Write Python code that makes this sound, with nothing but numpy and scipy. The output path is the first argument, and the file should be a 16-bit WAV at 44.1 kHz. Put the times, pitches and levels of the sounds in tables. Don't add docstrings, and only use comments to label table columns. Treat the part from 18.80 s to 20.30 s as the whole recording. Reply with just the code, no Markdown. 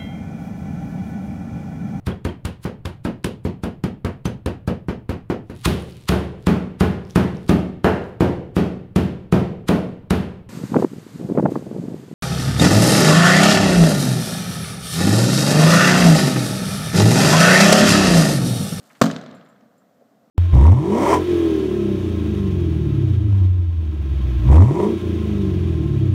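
import sys
import numpy as np
from scipy import signal
from scipy.fft import rfft, irfft
from scipy.io import wavfile

SR = 44100
rng = np.random.default_rng(int(sys.argv[2]) if len(sys.argv) > 2 else 0)


def file_out(sig):
    cols = np.atleast_2d(sig).T
    lim = np.clip(cols, -1, 1)
    pcm = np.round(lim * 32767).astype(np.int16)
    wavfile.write(sys.argv[1], SR, pcm)


N = 66150

BANG_S = 0.214
ECHO_CRACKLE_T60_S = .012
# (frequency [Hz], relative level [dB])
CRACKLE_SPECTRUM = [(60, -35), (200, -12), (700, 2), (1300, 7), (1800, 4), (2400, -6), (3100, 2), (4600, 1),
                    (7500, -4), (9500, -17), (12000, -14), (16000, -16)]


def undb(db):
    return 10 ** (np.asarray(db) / 20)


def unit(x):
    return x / np.sqrt(np.mean(x ** 2))


def since(start):
    return np.maximum(np.arange(N) / SR - start, 0)


def fade(start, rise, t60):
    t = since(start)
    return (1 - np.exp(-t / rise)) * np.exp(-np.log(1000) * t / t60)


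def curve_at(points, hz):
    p = np.array(points, float)
    return np.interp(np.log(hz + 1), np.log(p[:, 0]), p[:, 1])


def colour(x, points):
    hz = np.arange(N + 1) * SR / (2 * N)
    cepstrum = irfft(np.log(undb(curve_at(points, hz))))
    cepstrum[1:N] *= 2
    cepstrum[N + 1:] = 0
    return irfft(rfft(x, 2 * N) * np.exp(rfft(cepstrum)))[:N]


def noise(points):
    gain = undb(curve_at(points, np.arange(N // 2 + 1) * SR / N))
    return unit(irfft(rfft(rng.standard_normal(N)) * gain, N))


def band(x, hz, octaves):
    f = (np.arange(N // 2 + 1) + .5) * SR / N
    bell = np.exp(-.5 * (np.log2(f / hz) / octaves) ** 2)
    return unit(irfft(rfft(x) * bell, N))


def ring(modes, start, rise):
    return sum(undb(db) * fade(start, rise, t60) * np.sin(2 * np.pi * hz * since(start))
               for hz, db, t60 in modes)


def background():
    # (frequency [Hz], relative level [dB])
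    spectrum = [(30, -50), (70, -24), (125, -6), (175, -1), (235, 4), (290, 0), (340, -12), (430, -7),
                (520, -4.5), (680, -2.5), (760, -7), (860, -16), (1300, -16), (1900, -22), (2400, -29),
                (4000, -29.5), (5600, -31.5), (8000, -33), (9700, -39), (12500, -35), (15000, -33)]
    return undb(-58.5) * noise(spectrum)


def flame():
    # (frequency [Hz], relative level [dB])
    spectrum = [(60, -22), (150, 2), (230, 8), (400, -4), (1300, 0), (2500, -12), (4400, -11), (5500, -15),
                (8000, -14), (10000, -19), (15000, -20)]
    spits_per_s = 450
    spits = (rng.random(N) < spits_per_s / SR) * rng.exponential(size=N)
    envelope = signal.fftconvolve(spits, fade(0, rise=.0003, t60=.008))[:N]
    crackle = unit(envelope * band(rng.standard_normal(N), hz=5500, octaves=1))
    smother = np.exp(-since(BANG_S) / .05)
    return smother * (undb(-60) * noise(spectrum) + undb(-67) * crackle)


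def sputters_and_bumps():
    # (time [s], level [dB], centre [Hz], width [octaves], t60 [s])
    bursts = [(0.052, -61, 6000, .7, .1), (0.099, -47, 1400, .7, .1), (0.149, -50, 1200, 1.2, .11),
              (0.806, -65, 5600, .2, .03), (1.015, -56, 1200, .35, .06), (1.210, -44.5, 520, .4, .08),
              (1.332, -54, 450, .6, .04)]
    return sum(undb(db) * fade(start, .002, t60) * band(rng.standard_normal(N), hz, width)
               for start, db, hz, width, t60 in bursts)


def shock(start, pressure_db, crackle_db, crackle, t60):
    # (frequency [Hz], gain [dB])
    pulse_tone = [(30, -46), (70, -29), (130, -7), (245, 7), (350, -7), (620, -2), (880, -5), (1300, 3),
                  (1700, -5), (2300, -19), (5000, -17), (8000, -21), (10000, -32), (16000, -34)]
    overpressure_s = .001
    t = since(start) / overpressure_s
    pulse = (t > 0) * (1 - t) * np.exp(-t)
    tail = crackle * fade(start + .001, rise=.0003, t60=t60)
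    return undb(pressure_db + 11) * colour(pulse, pulse_tone) + undb(crackle_db - 4) * tail


def blast():
    # (time [s], pressure gain [dB], crackle gain [dB])
    fronts = [(0.2141, -5, 2), (0.2169, 2, 0), (0.2186, 1, -5), (0.2221, -11, -9), (0.2243, -7, -7),
              (0.2345, -21, -17), (0.2375, -22, -15), (0.2402, -15, -16), (0.2445, -15, -14),
              (0.2570, -27, -17), (0.2625, -17, -14)]
    crackle = noise(CRACKLE_SPECTRUM)
    return sum(shock(*front, crackle, t60=.008) for front in fronts)


def yard_reverb():
    # (frequency [Hz], early level [dB], early t60 [s], late level [dB], late t60 [s])
    decays = [(40, -64, .15, -88, 1), (80, -44, .17, -61, 1.1), (140, -20, .23, -40, 1.2),
              (250, -24, .28, -32.5, 1.15), (350, -35, .22, -45, 1.1), (600, -24, .27, -32.5, 1.1),
              (850, -40, .2, -48.5, 1.25), (1300, -33, .19, -42, 1.35), (1800, -36, .19, -45, 1.25),
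              (2400, -41, .2, -52, 1.1), (3800, -34, .24, -47, 1), (7000, -36, .22, -53, .66),
              (10000, -45, .22, -61, .58), (15000, -46, .22, -65, .48)]
    table, out = np.array(decays, float), 0
    build_s, graininess = .016, .25
    grain = np.exp(graininess * np.repeat(rng.standard_normal(N // 44 + 1), 44)[:N])
    for hz in 40 * 2 ** np.arange(0, 8.8, 1 / 3):
        early_db, early_t60, late_db, late_t60 = (curve_at(table[:, [0, k]], hz) for k in range(1, 5))
        early = undb(early_db) * fade(BANG_S, build_s, early_t60)
        late = undb(late_db) * fade(BANG_S, build_s, late_t60)
        out = out + (early + late) * band(grain * rng.standard_normal(N), hz, octaves=1 / 6)
    return out


def boom():
    # (frequency [Hz], level [dB], t60 [s])
    yard_modes = [(166, -13, .25), (218, -13, .28), (264, -11, .29), (409, -31, .42), (558, -27, .38),
                  (636, -24, .32), (686, -30, .33)]
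    return ring(yard_modes, BANG_S + .010, rise=.02)


def slaps():
    # (time [s], pressure gain [dB], crackle gain [dB])
    echoes = [(0.3000, -32, -20), (0.4375, -36, -32)]
    # (frequency [Hz], gain [dB])
    surface_tone = [(50, -20), (200, -5), (900, -3), (1400, 2), (2000, 0), (3500, -7), (8000, -11),
                    (16000, -11)]
    crackle = noise(CRACKLE_SPECTRUM)
    return colour(sum(shock(*echo, crackle, ECHO_CRACKLE_T60_S) for echo in echoes), surface_tone)


def flutter():
    # (time [s], pressure gain [dB], crackle gain [dB])
    returns = [(0.3118, -35, -14), (0.3620, -24, -18), (0.4121, -35, -27), (0.4611, -47, -31),
               (0.5111, -49, -31), (0.6103, -55, -39), (0.6607, -57, -38), (0.7598, -63, -44),
               (0.8093, -65, -46)]
    # (frequency [Hz], gain [dB])
    wall_tone = [(50, -24), (200, 1), (850, -7), (1400, 0), (2400, -3), (3600, 2), (5200, -6), (6200, 3),
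                 (8000, 2), (10000, -5), (16000, -5)]
    air_db_per_s, air_hz = 42, 7500
    crackle, out = noise(CRACKLE_SPECTRUM), 0
    for start, pressure_db, crackle_db in returns:
        loss_db = air_db_per_s * (start - BANG_S)
        far_tone = [(hz, db - loss_db * (hz / air_hz) ** 2) for hz, db in wall_tone]
        echo = shock(start, pressure_db, crackle_db, crackle, ECHO_CRACKLE_T60_S)
        out = out + colour(echo, far_tone)
    return out


def debris():
    # (frequency [Hz], relative level [dB], t60 [s])
    metal_modes = [(7020, -2, .11), (7490, -8, .1), (7555, 0, .16), (8180, -9, .06), (9560, -12, .13),
                   (9760, -9, .07), (11100, -11, .07), (11850, -12, .06), (13250, -16, .06)]
    # (time [s], level [dB])
    landings = [(0.5470, -61), (0.647, -70), (0.687, -66), (0.979, -68)]
    contact, out = band(rng.standard_normal(N), hz=10000, octaves=.35), 0
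    for start, db in landings:
        tick = fade(start, rise=.001, t60=.035) * contact
        out = out + undb(db) * (ring(metal_modes, start, rise=.002) + tick)
    return out


def scene():
    explosion = blast() + flutter() + slaps() + yard_reverb() + boom()
    return (explosion + debris() + sputters_and_bumps() + flame() + background())[None]


def record(dry):
    ceiling, low_cut_hz, top_hz = .95, 40, 15300
    overloaded = ceiling * np.tanh(dry / ceiling)
    low_cut = signal.butter(1, low_cut_hz, "high", fs=SR, output="sos")
    high_cut = signal.ellip(8, .2, 70, top_hz, fs=SR, output="sos")
    return signal.sosfilt(high_cut, signal.sosfilt(low_cut, overloaded))


dry = scene()
out = record(dry)
file_out(out)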